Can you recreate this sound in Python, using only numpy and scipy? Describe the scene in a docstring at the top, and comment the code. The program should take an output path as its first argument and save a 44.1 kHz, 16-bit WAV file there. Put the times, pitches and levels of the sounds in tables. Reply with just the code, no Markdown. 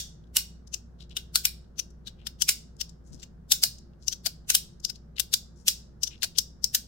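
"""Hard plastic snaps, each led in by a swelling scrape and followed by brief chatter, with gritty rubs between.
Place: a small, quiet room with a low hum. Distance: a hand's work close to a stereo microphone.
A magnetic fidget slider's ribbed plates scrape, strike and chatter: dense random contacts shaped by resonances.
The fingers rub and tick with longer or fainter strokes of the same grit. The room adds a noise-like tail;
filtered noise makes its rumble and hiss, and steady and wavering tones make the hum."""
import sys
import numpy as np
from scipy import signal
from scipy.fft import rfft, irfft, next_fast_len
from scipy.io import wavfile
from scipy.ndimage import uniform_filter1d

SR = 44100
rng = np.random.default_rng(int(sys.argv[2]) if len(sys.argv) > 2 else 0)


def wav_record(signal):
    """Record a signal, one row per channel, as 16-bit PCM in the file named by sys.argv[1]."""
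    frames = np.transpose(np.atleast_2d(signal))
    bounded = np.clip(frames, -1, 1)
    # unit amplitude maps onto the largest positive 16-bit level
    quanta = np.round(bounded * 32767).astype(np.int16)
    wavfile.write(sys.argv[1], SR, quanta)


N = 302997   # length in samples


def from_db(db):
    """Decibels to amplitude gain."""
    return 10 ** (np.asarray(db) / 20)


def rms_one(x):
    """Scale to unit power."""
    return x / np.sqrt(np.mean(x ** 2) + 1e-20)


def at_hz(points, hz):
    """Read a table of (Hz, value) on a log-frequency axis."""
    points = np.array(points)
    return np.interp(np.log(hz + 1), np.log(points[:, 0]), points[:, 1])


def bins(size):
    """Frequencies in Hz of a spectrum of this many samples."""
    return np.arange(size // 2 + 1) * SR / size


def bump(hz, centre_hz, width_hz):
    """Shape of a resonance: 1 on top, one half at half the width to either side."""
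    return 1 / (1 + (2 * (hz - centre_hz) / width_hz) ** 2)


def resonate(x, gain_db):
    """Causal (minimum-phase) filter with the given gain per bin, found by folding the cepstrum."""
    size = x.shape[-1]
    cepstrum = irfft(np.log(from_db(gain_db)), size)
    cepstrum[..., 1:size // 2] *= 2
    cepstrum[..., size // 2 + 1:] = 0
    response = np.exp(rfft(cepstrum))
    return irfft(rfft(x) * response, size)


def add(out, x, start_s):
    """Mix x into out from start_s on, trimming what falls outside."""
    start = int(round(start_s * SR))
    first = max(start, 0)
    last = min(start + x.shape[-1], out.shape[-1])
    if last > first:
        out[:, first:last] += x[:, first - start:last - start]


# Spectrum of the room's rumble and hiss, before its overall level is set: pitch_hz [Hz], density_db [dB per Hz]
AIR_SPECTRUM = [(20, -8), (45, -9.5), (80, -8.5), (105, -9), (150, -6), (230, -10.5), (300, -22.5),
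                (400, -20), (1000, -34.5), (1550, -35), (2400, -50.5), (5500, -51.5), (10500, -61.5),
                (16000, -60.5)]
# Likeness of that noise at the two microphones: pitch_hz [Hz], correlation [0-1]
AIR_CORRELATION = [(30, 0.71), (100, 1), (180, .8), (350, 0.16), (1000, 0.093), (16000, 0.0064)]
# Tones of the distant motor: pitch_hz [Hz], level_db [dB, halfway through], steady_share [of power, 0-1]
HUM_TONES = [(59.11, -51.5, 0.87), (163.4, -61, 0.08), (348.3, -71, 0.02)]
AIR_DB = -53
HUM_FADE_DB_PER_S = .5   # the hum slowly grows fainter


def background():
    """Low rumble and faint hiss of the room as filtered noise, with the wavering hum of a distant motor."""
    size = 2 * next_fast_len(N // 2 + 1)
    hz, t = bins(size), np.arange(N) / SR
    mid, side = rfft(rng.standard_normal((2, size)))
    alike = np.clip(at_hz(AIR_CORRELATION, hz), 0, 1)
    both = np.sqrt(1 + alike) * mid + np.sqrt(1 - alike) * side * [[1], [-1]]
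    air = rms_one(irfft(both * from_db(at_hz(AIR_SPECTRUM, hz)), size)[:, :N])
    hum = 0
    for pitch_hz, level_db, steady_share in HUM_TONES:
        narrow_noise = rfft(rng.standard_normal(size)) * bump(hz, pitch_hz, width_hz=13)
        waver = rms_one(irfft(narrow_noise, size)[:N])
        steady_share = np.clip(steady_share, 0, 1)
        tone = np.sqrt(2 * steady_share) * np.sin(2 * np.pi * pitch_hz * t)
        hum = hum + from_db(level_db) * (tone + np.sqrt(1 - steady_share) * waver)
    fade = from_db(-HUM_FADE_DB_PER_S * (t - t.mean()))
    return from_db(AIR_DB) * air + hum * fade


# How long the room's tail takes to fall by 60 dB, before the early boost: pitch_hz [Hz], decay_s [s]
ROOM_DECAY = [(300, 0.0152), (1500, 0.2861), (3000, 0.3453), (5000, 0.368), (8000, 0.3029), (12000, 0.2004),
              (16000, 0.199)]
# Colour of the room's tail: pitch_hz [Hz], level_db [dB]
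ROOM_TONE = [(200, -5.5), (1000, -2.5), (2500, -3.5), (5000, -2.5), (9000, -4), (16000, 1.5)]


def room_response(size=32768):
    """Diffuse reflections as decaying noise bands, strongest early on from the table top."""
    t, hz = np.arange(size) / SR, bins(size)
    white = rfft(rng.standard_normal((2, size)))
    tail = 0
    edges_hz = np.linspace(80, 17000, 45)
    for low, high in zip(edges_hz, edges_hz[1:]):
        centre = (low + high) / 2
        band = irfft(white * ((hz >= low) & (hz < high)), size)
        decay_db = -60 * t / at_hz(ROOM_DECAY, centre)
        tail = tail + band * from_db(at_hz(ROOM_TONE, centre) + decay_db)
    build_up = np.clip((t - .003) / .012, 0, 1)
    early = 1 + 3.5 * np.exp(-t / 0.026)
    return tail * build_up * early / np.sqrt(SR * 0.04543)


# Resonances of the plastic plates: pitch_hz [Hz], width_hz [Hz], lift_db [dB]
PLATE_RESONANCES = [(960, 70, 3), (1519, 180, 7.5), (2300, 140, -2.5), (2900, 150, 3.5), (3400, 90, 0),
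                    (3845, 52, 2.5), (4400, 67, 0.5), (4690, 30, 1.5), (5495, 260, 4), (5907, 29, 5.5),
                    (6295, 95, 4.5), (7223, 310, 6), (7687, 490, 3), (8380, 130, 6), (9407, 78, 7),
                    (11800, 69, 6.5), (13450, 300, 1.5), (14700, 120, 4.5)]


def plate_db(hz):
    """Lift in dB given by the resonances of the plates."""
    return sum(lift_db * bump(hz, pitch_hz, width_hz) for pitch_hz, width_hz, lift_db in PLATE_RESONANCES)


def contacts(size, grain_db, clump_db, channels=3):
    """Dense tiny collisions of uneven strength, bunched where the ribs catch."""
    sizes = from_db(grain_db * np.clip(rng.standard_normal((channels, size)), -2, 2))
    catches = rms_one(uniform_filter1d(rng.standard_normal(size), size=40))
    bunching = from_db(clump_db * np.clip(catches, -2.5, 2.5))
    return rms_one(rng.choice([-1, 1], (channels, size)) * sizes * bunching)


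def at_microphones(x, pan_db, lag_s, scatter):
    """With a positive lag the left microphone hears first; the hand scatters sound differently to each."""
    direct = np.array([x[0], np.roll(x[0], int(lag_s * SR))])
    gains = from_db(np.array([[.5], [-.5]]) * pan_db)
    return (direct + scatter * x[1:]) * gains / np.sqrt(np.mean(gains ** 2))


# Plates and fingers rubbing: middle_s [s], length_s [s from the middle until about 10 dB down],
# level_db [dB, before the swell and fade], pitch_hz [Hz, centre of the grit before the plates colour it]
RUB_STROKES = [(0.676, 0.0052, -49.5, 5630), (1.02, 0.023, -51.5, 3900), (1.097, .003, -58, 4500),
               (1.119, .016, -53.5, 3400), (2.08, 0.0182, -48, 4106), (1.908, .005, -58, 5960),
               (2.21, 0.0325, -63, 2995), (2.768, 0.0028, -55, 6142), (2.897, 0.0065, -52.5, 5600),
               (3.08, .03, -64, 6200), (3.142, .02, -52, 5680), (3.145, 0.056, -47, 189),
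               (3.21, 0.0292, -56.5, 4950), (3.787, 0.0048, -50, 5606), (4.035, 0.0255, -59, 5400),
               (4.802, .005, -54, 5640), (4.89, 0.0205, -53.5, 5130), (4.959, 0.0097, -50, 4600),
               (5.168, 0.0067, -46, 3602), (5.182, 0.0048, -35, 3210), (5.332, 0.00293, -23.5, 4600),
               (5.6, 0.0418, -63, 5744), (6.13, 0.0254, -50, 3112), (6.2229, 0.00227, -26.5, 3800),
               (6.361, 0.0118, -48, 3740)]
# stray ticks as the fingers turn the toy: level and pitch are the middle of their spread
TICKS_PER_S, TICK_S, TICK_DB, TICK_SPREAD_DB, TICK_HZ = 4, 0.0048, -67, 10, 4600


def strokes():
    """The main rubs, and stray ticks at random moments spread over an octave, in the columns of the rubs."""
    all_strokes = list(RUB_STROKES)
    for when, force, pitch in rng.random((int(TICKS_PER_S * N / SR), 3)):
        level_db = TICK_DB + TICK_SPREAD_DB * (force - .5)
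        all_strokes.append((when * N / SR, TICK_S, level_db, TICK_HZ * 2 ** (pitch - .5)))
    return all_strokes


def rubs(room, room_db, size=16384):
    """Short gritty strokes of tiny contacts that swell and fade, coloured by the plates."""
    out = np.zeros((2, N))
    t, hz = (np.arange(size) - size // 2) / SR, bins(size)
    for middle_s, length_s, level_db, pitch_hz in strokes():
        octaves = np.log2((hz + 50) / pitch_hz)
        colour = -9 * np.log2(1 + 3.0 * octaves ** 2)
        grains = contacts(size, grain_db=8.5, clump_db=5.5)
        heard = at_microphones(grains, pan_db=13, lag_s=0.00034, scatter=0.58)
        grit = rms_one(resonate(heard, colour + plate_db(hz)))
        swell = np.exp(-1.2 * np.abs(t / length_s) ** 2.2)
        add(out, grit * from_db(level_db) * swell, middle_s - size / 2 / SR)
    reflected = signal.fftconvolve(out.sum(0, keepdims=True), room, axes=1)[:, :N]
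    return out + from_db(room_db) * reflected


def snap_force(t, chatter_s, run_db):
    """A swelling slide over the ribs, the blow against the stop at t = 0, then chatter."""
    before, after = np.maximum(-t, 0), np.maximum(t, 0)
    # the plates lift off the ribs for an instant just before they hit
    lift = 1 - np.exp(-(before / .0013) ** 2)
    slide = from_db(run_db + 4.5) * np.exp(-(before / 0.005897) ** 1.05) * lift * (t < 0)
    blow = 0.67 * np.exp(-after / .0009)
    settling = np.maximum(after - chatter_s, 0)   # chatter holds its level, then dies away
    chatter = np.exp(-settling / 0.0036) + 0.62 * np.exp(-settling / 0.0034)
    envelope = slide + (blow + chatter) * (t >= 0)
    return contacts(len(t), grain_db=4.0, clump_db=1.4243) * envelope


# Colour of plastic striking plastic: pitch_hz [Hz], level_db [dB]
CONTACT_COLOUR = [(100, -14.5), (350, -10.5), (1000, -13.5), (1500, -5), (2300, -1.5), (3400, 1.5),
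                  (5300, -2.5), (7000, -4.5), (9000, 0.5), (13500, -1), (16000, -4.5)]


def snap(level_db, chatter_s, run_db, low_db, mid_db, top_db, ring_hz, ring_db, hollow_hz, hollow_db, pan_db,
         size=8192):
    """One snap, its blow mid-stretch: the sound at the microphones and the pulse sent out into the room."""
    t, hz = (np.arange(size) - size // 2) / SR, bins(size)
    force = snap_force(t, chatter_s, run_db)
    # the grip damps the plates differently each time and lets one of their resonances stand out
    grip = at_hz([(1600, low_db), (3300, mid_db), (5000, 0.0004), (6400, 0.018), (9000, top_db)], hz)
    ring = ring_db * bump(hz, ring_hz, 0.14 * ring_hz)
    # the air cupped in the hand adds a hollow note
    hollow = hollow_db * bump(hz, hollow_hz, 0.18 * hollow_hz)
    colour = at_hz(CONTACT_COLOUR, hz) + grip + plate_db(hz) + ring + hollow
    # low notes bend round the hand, so they reach both microphones more evenly than the treble
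    evenness = at_hz([(700, -.75), (2500, -.5), (5500, -.05), (12000, -0.068)], hz)
    shade = pan_db * evenness * np.array([[.5], [-.5]])
    heard = at_microphones(force, pan_db, lag_s=.00005 * pan_db, scatter=1.0)
    near = resonate(heard, colour + shade - shade[0])
    # summed over all directions, part of the chatter merges into one pulse and the peaks are blunter
    merged = 1.3 * (t == 0) + force[0] / np.sqrt(np.sum(force[0] ** 2))
    far = resonate(merged, colour - 0.39 * ring - 0.097 * hollow)[None]
    energy = from_db(2 * level_db) * .005 * SR   # as if the level lasted 5 ms
    near_gain = np.sqrt(2 * energy / np.sum(near[:, t >= 0] ** 2))
    far_gain = np.sqrt(energy / np.sum(far ** 2))
    return near * near_gain, far * far_gain


# The snaps: blow_s [s], level_db [dB, mean over 5 ms with the same energy from the blow on],
# chatter_s [s before it dies away], run_up_db [dB, relative strength of the slide],
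# pan_db [dB, left over right, before the hand evens it out], grip_db [dB, damping of the lows],
# ring_hz [Hz, plate resonance left free], hollow_hz [Hz, hollow of the hand]
SNAP_EVENTS = [(-0.028, -13.5, 0.00132, -18, -0.5, 15, 5580, 3400),
               (0.3672, -12.5, 0.00182, -6.5, 0, 11, 2800, 1100),
               (0.74, -24, 0.00495, -3, 14, 17, 6378, 2706),
               (1.167, -22.5, 0.0051, -16.5, 8, 7, 3670, 2900),
               (1.3561, -12, 0.00354, -9.5, 4.5, 13, 4400, 1380),
               (1.4525, -13, 0.003, -11.5, 5, 12, 14000, 2360),
               (1.791, -21, 0.008, -7.5, 17, 19, 6000, 2750),
               (2.073, -33, 0.0087, -2.5, 13, 9.5, 3980, 3570),
               (2.268, -26.5, 0.00474, -11.5, 14, 6, 5240, 3450),
               (2.42, -14, 0.00192, -7.5, 12.5, 15.5, 5967, 3110),
               (2.4894, -11.5, 0.00466, -7, 0.5, 15, 2550, 2300),
               (2.8104, -22.5, 0.0048, -4.5, 12.5, 16.5, 5260, 3177),
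               (3.229, -38, 0.00734, -4, 10, 13, 7500, 2850), (3.5187, -9, .0037, -8, 5, 17, 3720, 693),
               (3.636, -11, 0.00242, -7, 3, 15.5, 4850, 700),
               (4.0815, -17, 0.00136, -10, 16, 31, 5900, 2800),
               (4.1252, -26, 0.007, -1.5, 12.5, 17, 6010, 3410),
               (4.2604, -17, 0.00814, -6, 11, 9, 4550, 690),
               (4.4999, -13.5, 0.00473, -5.5, 2.5, 10.5, 6380, 2740),
               (4.5496, -10, 0.00348, -7, 4.5, 15.5, 13900, 3120),
               (4.8486, -19.5, 0.00196, -11.5, 14, 29.5, 4978, 3400),
               (4.8984, -28, 0.00448, -2.5, 15.5, 14.5, 5120, 780),
               (5.1968, -15.5, 0.00527, -13, 14, 15, 12110, 3500),
               (5.3377, -12.5, .0032, -9, 9, 15, 4850, 3688),
               (5.6812, -11, 0.00448, -6.5, 3.5, 18, 3300, 2650),
               (6.0325, -17, 0.0054, -14, 14.5, 28, 5700, 2985),
               (6.072, -28.5, 0.0061, -2.5, 12, 20.5, 5900, 3220),
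               (6.2306, -20, .0014, -13, 16, 11.5, 4090, 1800),
               (6.2369, -20.5, 0.0079, -17.5, 10, 9, 4514, 673),
               (6.3845, -12, 0.00343, -13, 12.5, 23, 5550, 3500),
               (6.6417, -14.5, 0.0022, -17.5, 12.5, 25, 5400, 760),
               (6.7472, -13.5, 0.00583, -10, 6, 15.5, 13800, 1760)]
MID_SHARE, TOP_SHARE = 0.5954, 0.5276   # shares of the grip's damping that reach the lower mids and the top
# harder blows are brighter: lift of the top at full scale before the grip damps it, and per dB of level
TOP_DB, TOP_PER_DB = 8.2, .54
RING_DB, RING_DB_PER_OCTAVE = 11.5, -2   # free resonance at 5 kHz, before pan and grip; higher ones less
# the ring grows as the plate faces the left microphone, and takes a share of the grip's damping
RING_PER_PAN_DB, RING_SHARE = .25, .3
HOLLOW_DB, HOLLOW_DB_PER_OCTAVE = 14.5, -4   # lift of the hand's hollow at 1 kHz; a deeper cup rings more
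# turned away from the left microphone, the toy is heard more by way of the room
ROOM_PER_PAN_DB = -0.6853


def snaps(room, room_db):
    """Every snap with its reflections round the room; strength, grip and direction set its colour."""
    out = np.zeros((2, N))
    for blow_s, level_db, chatter_s, run_up_db, pan_db, grip_db, ring_hz, hollow_hz in SNAP_EVENTS:
        top_db = TOP_DB + TOP_PER_DB * level_db - TOP_SHARE * grip_db
        ring_db = RING_DB + RING_DB_PER_OCTAVE * np.log2(ring_hz / 5000)
        ring_db += RING_PER_PAN_DB * pan_db - RING_SHARE * grip_db
        hollow_db = HOLLOW_DB + HOLLOW_DB_PER_OCTAVE * np.log2(hollow_hz / 1000)
        near, far = snap(level_db, chatter_s, run_up_db, -grip_db, -MID_SHARE * grip_db, top_db,
                         ring_hz, ring_db, hollow_hz, hollow_db, pan_db)
        start_s = blow_s - near.shape[-1] / 2 / SR
        reflected = signal.fftconvolve(far, room, axes=1)
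        add(out, near, start_s)
        add(out, from_db(room_db + ROOM_PER_PAN_DB * pan_db) * reflected, start_s)
    return out


def scene():
    """The toy in the hand, close to the microphones, in its room."""
    room = room_response()
    return background() + rubs(room, room_db=-16.0) + snaps(room, room_db=-7.0)


def record(dry):
    """The highest peaks are rounded towards 0.9 of full scale and a steep low-pass cuts the top."""
    rounded = dry / (1 + (dry / .9) ** 4) ** (1 / 4)
    low_pass = signal.ellip(10, .2, 70, 15900, fs=SR, output="sos")   # ripple dB, stop dB, cutoff Hz
    return signal.sosfilt(low_pass, rounded)


dry = scene()
out = record(dry)
wav_record(out)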